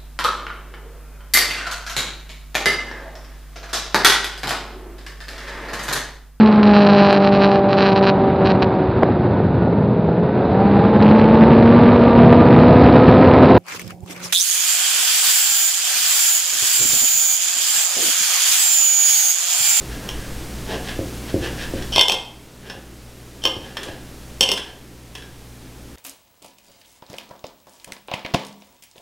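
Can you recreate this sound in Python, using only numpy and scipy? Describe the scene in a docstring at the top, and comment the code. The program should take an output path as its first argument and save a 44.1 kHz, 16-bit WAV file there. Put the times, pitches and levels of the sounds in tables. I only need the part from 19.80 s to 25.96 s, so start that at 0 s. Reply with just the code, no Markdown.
"""A steel knife saws meat on a ceramic dinner plate, on the counter of a small, hard kitchen.
Its teeth rasp in tiny slips; knife and fork tick, skid and clink on the glaze, and the plate
knocks on the counter. The microphone hears this direct, then off the walls, over mains hum, air
noise and a deep rumble. The recorder's gain ducks on loud clinks and slowly recovers."""
import sys
import numpy as np
from scipy import signal
from scipy.fft import rfft, irfft
from scipy.io import wavfile
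from scipy.ndimage import uniform_filter1d

SR = 44100
rng = np.random.default_rng(int(sys.argv[2]) if len(sys.argv) > 2 else 0)


def pcm_store(signal):
    """Save signal as 16-bit PCM."""
    levels = np.round(np.clip(np.atleast_2d(signal), -1, 1) * 32767)
    wavfile.write(sys.argv[1], SR, levels.astype(np.int16).T)


N = 271597
TIME = np.arange(N) / SR
RING_TIME = TIME[:SR // 3]


# Cuts on the plate, levels before the trim in scene():
# (middle of first stroke [s], strokes [count], stroke length [s], rasp [dB], plate rumble [dB])
KNIFE_CUTS = [(0.125, 1, 0.056, -38, -43), (0.27, 2, 0.19, -50, -41), (0.926, 2, 0.082, -27, -24),
              (1.495, 1, 0.029, -31, -39.5), (1.654, 2, 0.081, -27, -30), (1.98, 1, 0.05, -34.5, -46),
              (2.895, 1, 0.14, -32, -33), (3.87, 1, 0.1, -33, -31.5), (4.064, 1, 0.16, -29.5, -30),
              (4.874, 1, 0.08, -33, -31.5)]
# The rasp at the blade: (frequency [Hz], level [dB per Hz])
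BLADE_SPECTRUM = [(150, -14), (1350, -10.5), (1650, 5.5), (2200, -6.5), (2650, 0), (3300, 0), (3900, -5),
                  (4800, -9.5), (5350, -7), (7000, -17), (10000, -21.5), (16000, -41)]
# The plate rumbling under the blade: (frequency [Hz], level [dB per Hz])
PLATE_RUMBLE_SPECTRUM = [(70, -22), (200, -7.5), (400, 4), (600, -3), (850, -2.5), (1100, -16), (2000, -51)]

def sawing(stroke_gap_s=0.1626, blade_hz=1630, blade_q=6, blade_db=-45):
    """The teeth catch and slip, swelling with each stroke, heard in the steel and through the plate."""
    rasp_ease_db, rumble_ease_db = 0.8, 12.5  # lost with each stroke as the meat gives way
    slips = friction()
    rasp, rumble, touch = np.zeros((3, N))
    for s, count, length, rasp_db, rumble_db in KNIFE_CUTS:
        for k in range(round(count)):
            speed = swell(s + k * stroke_gap_s, length)
            rasp += amp(rasp_db - k * rasp_ease_db) * speed
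            rumble += amp(rumble_db - k * rumble_ease_db) * speed
            touch += speed
    bending = unit(signal.lfilter(*signal.iirpeak(blade_hz, blade_q, SR), slips))
    blade_tone = amp(blade_db) * touch * bending  # even a light touch wakes this mode
    return rasp * colour(slips, BLADE_SPECTRUM) + rumble * colour(slips, PLATE_RUMBLE_SPECTRUM) + blade_tone


# Steel strikes the plate, the loudest sound at the microphone:
# (time [s], level [dB], fork ring [dB], plate's freedom to ring [dB])
PLATE_STRIKES = [(0.2888, -22, -8, -11), (2.1594, -10, -13, -2), (2.1700, -18, -20, -2),
                 (2.1797, -5.5, -14, -1.5), (2.1926, -3, -6, 9), (2.21, 4.5, -7, 1.5),
                 (2.282, 0.5, -2.5, -2.5), (2.296, 0.5, -12.5, -4), (2.3197, -1, -7.5, -6),
                 (3.6377, -11, -8, -8), (3.6524, 1.5, -15.5, -6.5), (4.6077, 7, 7.5, -2),
                 (4.6883, -1.5, -7, -5), (4.7157, 1.5, -3.5, -4.5)]
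# Modes of the plate and of the fork: (frequency [Hz], level [dB], t60 [s])
PLATE_MODES = [(649, -12.5, 0.091), (981, -9.5, 0.1), (2113, -7.5, 0.18), (2518, -9, .06),
               (2810, 0.5, 0.044), (2963, -14, 0.067), (3084, 6, 0.071), (3123, 3, 0.14), (3183, -6, 0.092),
               (3252, -0.5, 0.16), (3473, -4, 0.14), (3554, -8, .11), (3636, -3, 0.077), (4440, 0, 0.036),
               (5390, -10, 0.11), (7620, -13, 0.041), (10600, -39, .06), (12900, -36, .1),
               (14400, -25, 0.047)]
FORK_MODES = [(5030, -21, 0.031), (5376, 10, 0.022), (5770, -10, 0.05), (6420, 1.5, 0.047),
              (7830, 1.5, 0.031), (9380, -1, 0.02), (10200, -18, 0.055), (11100, -1.5, 0.03),
              (11520, -12, 0.037), (14330, -1, 0.035)]
# Hard contact on the glaze, and the counter top beneath: (frequency [Hz], level [dB per Hz])
CONTACT_SPECTRUM = [(200, -22), (900, -5), (1250, -30), (1650, -11.5), (2150, -26), (2500, -7), (3150, 5.5),
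                    (3900, -15), (4500, -9), (4950, -13.5), (5400, 0.5), (6600, -25), (7850, -22),
                    (8500, -24), (11100, -25), (12300, -39), (13900, -37), (14450, -30), (15000, -42),
                    (16000, -43)]
COUNTER_SPECTRUM = [(60, -15), (200, -10.5), (430, 5.5), (620, -7.5), (750, -3), (950, -5.5), (2000, -26.5)]

def clinks(rise_s=0.0017):
    """A hard crack of contact, the ring of plate and fork, and a dull push into the counter."""
    out = np.zeros(N)
    rise = np.minimum(RING_TIME / rise_s, 1)
    for s, db, fork_db, freedom_db in PLATE_STRIKES:
        tilt_db = 4 + 0.4 * fork_db  # the more the fork rings, the brighter the clink
        crack = burst(CONTACT_SPECTRUM, t60=0.0083, tilt_db=tilt_db, contact_s=0.0029)
        tones = amp(freedom_db + 2) * ring(PLATE_MODES, tilt_db) + amp(fork_db) * ring(FORK_MODES)
        push_db = -17.5 - 0.99 * freedom_db  # a plate held down passes more of the blow to the counter
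        push = amp(push_db) * burst(COUNTER_SPECTRUM, t60=0.062, shift=1.08)
        add(out, s, amp(db) * rise * (unit_attack(crack + amp(-3) * tones) + push))
    return out


# Skids on the bare glaze, before the trim in scene(): (start [s], end [s], scrape [dB], squeal [dB])
GLAZE_SKIDS = [(2.12, 2.17, -20.5, -48), (3.617, 3.65, -26, -49), (4.623, 4.645, -1, -5.5)]

def skids(squeal_hz=3170, jitter=0.0272, edge_s=0.0042):
    """Steel grates over the glaze; pressed hard, its slips lock to the plate's main mode and squeal."""
    scrape = colour(friction(), CONTACT_SPECTRUM)
    wander = unit(uniform_filter1d(rng.standard_normal(N), size=80))
    pitch_hz = squeal_hz * (1 + jitter * wander)
    squeal = np.sqrt(2) * np.sin(2 * np.pi * np.cumsum(pitch_hz) / SR)
    out = np.zeros(N)
    for start, end, scrape_db, squeal_db in GLAZE_SKIDS:
        pressed = np.clip(np.minimum(TIME - start, end - TIME) / edge_s, 0, 1)
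        out += pressed * (amp(scrape_db) * scrape + amp(squeal_db) * squeal)
    return out


# Knife and fork touch at the plate: (time [s], level [dB], brightness [dB per octave])
CUTLERY_TICKS = [(2.0232, -34, 4), (2.8987, -23, 0), (3.9697, -18.5, -1.5), (4.0312, -25, 7.5),
                 (4.7750, -15, 2.5), (5.352, -23.5, 2.5), (5.3806, -31.5, 3), (5.4222, -32.5, -3)]
# Modes of the knife blade: (frequency [Hz], level [dB], t60 [s])
KNIFE_MODES = [(1740, 4, 0.015), (3150, -6, 0.11), (3370, -2, 0.09), (5360, 0.5, 0.039)]

def ticks(ring_db=0.5, push_db=-4.5):
    """Light touches snap, ring the blade and push softly into the counter."""
    out = np.zeros(N)
    for s, db, tilt_db in CUTLERY_TICKS:
        snap = burst(BLADE_SPECTRUM, t60=0.043, tilt_db=tilt_db, contact_s=0.004)
        blade = amp(ring_db) * ring(KNIFE_MODES)
        push = amp(push_db) * burst(COUNTER_SPECTRUM, t60=0.038)
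        add(out, s, amp(db) * (snap + blade + push))
    return out


# The plate rocks on the counter, before the trim in scene(): (time [s], level [dB])
PLATE_KNOCKS = [(1.1905, -17), (1.5420, -11.5), (1.9370, -18.5), (2.951, -25.5), (3.7650, -18.5),
                (4.089, -22.5)]
# Modes of the loaded plate on the counter top: (frequency [Hz], level [dB], t60 [s])
THUD_MODES = [(99, -19, 0.089), (132, -1, 0.046), (344, 4, 0.049), (453, -0.5, 0.018), (530, -0.5, 0.017)]

def knocks(bounces=4, bounce_s=0.011, loss_db=11, dulling_db=3):
    """The plate's foot lands and chatters to rest, each bounce softer and duller."""
    out = np.zeros(N)
    for s, db in PLATE_KNOCKS:
        for k in range(bounces):
            thud = unit_attack(ring(THUD_MODES, -k * dulling_db, scatter=0))
            add(out, s + k * bounce_s, amp(db - k * loss_db) * thud)
    soft_landing = signal.butter(4, [55, 720], "bandpass", fs=SR, output="sos")
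    return signal.sosfilt(soft_landing, out)


# Counter and walls, heard just after the direct sound: (delay [s], level [dB])
NEAR_REFLECTIONS = [(.0016, -23.5), (.0075, -16), (0.011, -13.5), (0.0207, -11), (.0255, -27.5),
                    (.031, -27)]
# The kitchen's decay: (frequency [Hz], t60 [s])
TAIL_DECAY = [(100, 0.86), (300, 0.27), (700, 0.58), (3000, 0.45), (6000, 0.4), (10000, 0.37), (16000, 0.2)]
# Its tail against the direct sound at the microphone: (frequency [Hz], level [dB])
TAIL_LEVEL = [(100, 2), (600, 1), (3000, -2.5), (6000, -6.5), (9000, -3), (14000, -8)]

def kitchen(x, onset_s=0.0034, build_s=0.0076, frame=256):
    """Direct sound, a few near reflections, and a dense tail whose top treble dies first."""
    taps = rng.standard_normal(SR) * (rng.random(SR) < .15)
    hz, t, bands = signal.stft(unit(taps), SR, nperseg=frame)
    t60 = read(TAIL_DECAY, hz)[:, None]
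    decay = np.exp(-np.log(1000) * t / t60) * np.sqrt(2 * np.log(1000) / t60 / SR)  # unit energy
    bands = bands * decay * amp(read(TAIL_LEVEL, hz))[:, None]
    build = np.clip((TIME[:SR] - onset_s) / build_s, 0, 1)
    response = signal.istft(bands, SR, nperseg=frame)[1][:SR] * build
    response[0] += 1  # direct path
    for s, db in NEAR_REFLECTIONS:
        add(response, s, amp([db]))
    return signal.fftconvolve(x, response)[:N]


# Mains hum in the room: (frequency [Hz], level [dB])
HUM_PARTIALS = [(59.4, -37.5), (119.6, -40), (179, -61.5)]

def mains_hum(waver=0.16):
    """Appliances hum, each partial wavering slowly in level and phase."""
    def drift():
        return waver * noise([(3, 0), (12, -40), (40, -120)])
    return sum(amp(db) * unit((1 + drift()) * np.sin(2 * np.pi * hz * TIME + drift()))
               for hz, db in HUM_PARTIALS)


# Swells of the rumble behind the cutting: (middle [s], length [s], rise [dB])
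RUMBLE_SWELLS = [(0.317, 1, 11.5), (2.012, 0.4, 7.5)]

def deep_rumble(steady_db=-42.5):
    """A deep, uneven rumble that swells twice."""
    rumble = noise([(8, -1.5), (16, -19), (24, 4), (32, -13), (55, -4.5), (200, -50), (1000, -100)])
    rise_db = sum(db * swell(s, length) for s, length, db in RUMBLE_SWELLS)
    return amp(steady_db + rise_db) * rumble


# Room tone at the microphone: (frequency [Hz], level [dB per Hz])
AIR_SPECTRUM = [(20, -2.5), (50, -6.5), (85, -9), (150, -1), (280, -1), (460, -6.5), (600, -11),
                (1000, -15.5), (2000, -17.5), (6000, -21), (12000, -25.5), (16000, -30)]

def air(level_db=-34):
    """Steady air noise, strongest in the bass."""
    return amp(level_db) * noise(AIR_SPECTRUM)


def friction(slips_per_s=1600, spread_db=3, smooth=0.38):
    """A dense train of tiny slips of uneven size over a smooth rub."""
    size = amp(spread_db * np.minimum(rng.exponential(1, N), 3))
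    slips = (rng.random(N) < slips_per_s / SR) * rng.choice([-1, 1], N) * size
    return unit(slips) + smooth * rng.standard_normal(N)


def ring(modes, tilt_db=0, spread_db=3.5, scatter=1):
    """Each point of contact weights a body's modes differently; chatter scatters their phases."""
    hz, db, t60 = np.transpose(modes)
    weight = amp(db + tilt_db * np.log2(hz / hz[0]) + spread_db * rng.standard_normal(len(hz)))
    phase = 2 * np.pi * scatter * rng.random(len(hz))
    tones = sum(w * dying(d) * np.sin(2 * np.pi * f * RING_TIME + p)
                for f, w, d, p in zip(hz, weight, t60, phase))
    return tones / np.sqrt(np.sum(weight ** 2) / 2)


def burst(spectrum, t60, tilt_db=0, shift=1, contact_s=0):
    """Many heavily damped modes, driven while the contact chatters and dying after it."""
    chatter = colour(rng.standard_normal(len(RING_TIME)), spectrum, tilt_db, shift)
    return unit_attack(chatter * dying(t60, contact_s))


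def dying(t60, hold_s=0):
    """Holds, then loses 60 dB in t60 seconds."""
    return np.exp(-np.log(1000) * np.maximum(RING_TIME - hold_s, 0) / t60)


def swell(middle_s, length_s):
    """A smooth rise and fall from 0 to 1 and back."""
    return np.exp(-(2 * (TIME - middle_s) / length_s) ** 2)


def noise(spectrum):
    """Steady noise with a spectrum, at rms 1."""
    return colour(rng.standard_normal(N), spectrum)


def colour(x, spectrum, tilt_db=0, shift=1):
    """Gives x a spectrum, shifted by a pitch factor and tilted in dB per octave above 1 kHz, at rms 1."""
    hz = np.fft.rfftfreq(len(x), 1 / SR)
    octaves = np.log2(np.maximum(hz, 1000) / 1000)
    gain = amp(read(spectrum, hz / shift) + tilt_db * octaves)
    return unit(irfft(rfft(x) * gain, len(x)))


def read(points, hz):
    """Joins (Hz, value) points on a log-frequency axis."""
    f, value = np.transpose(points)
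    return np.interp(np.log(hz + 1), np.log(f), value)


def add(mix, s, sound):
    """Mixes a sound in at time s."""
    part = mix[max(round(s * SR), 0):][:len(sound)]
    part += sound[:len(part)]


def amp(db):
    """Decibels to gain."""
    return 10 ** (np.asarray(db) / 20)


def unit(x):
    """Scales to rms 1."""
    return x / np.sqrt(np.mean(x ** 2) + 1e-20)


def unit_attack(x, size=180):
    """Scales a blow so that its first milliseconds have rms 1."""
    return x / np.sqrt(np.mean(x[:size] ** 2) + 1e-20)


def scene():
    """The plate in the kitchen from one microphone position, alike in both channels."""
    at_plate = clinks() + ticks() + amp(0.5) * knocks() + amp(-5) * (sawing() + skids())
    mono = kitchen(at_plate) + mains_hum() + deep_rumble() + air()
    return np.array([mono, mono])


def record(dry, threshold_db=-8, recovery_db_per_s=2, window=300, knee=4, edge_hz=16000):
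    """Gain control drops at once on a loud clink and creeps back; then soft overload and a band limit."""
    power = uniform_filter1d((dry ** 2).mean(0), window)
    power_db = 10 * np.log10(abs(power) + 1e-12)
    creep_db = recovery_db_per_s * TIME
    peak_db = np.maximum.accumulate(power_db + creep_db) - creep_db
    duck_db = np.maximum(peak_db - threshold_db, 0)
    held = dry / amp(uniform_filter1d(duck_db, window))
    rounded = held / (1 + abs(held) ** knee) ** (1 / knee)
    low_pass = signal.firwin(255, edge_hz, window=("kaiser", 9), fs=SR)
    return signal.oaconvolve(rounded, low_pass[None], "same")


dry = scene()
out = record(dry)
pcm_store(out)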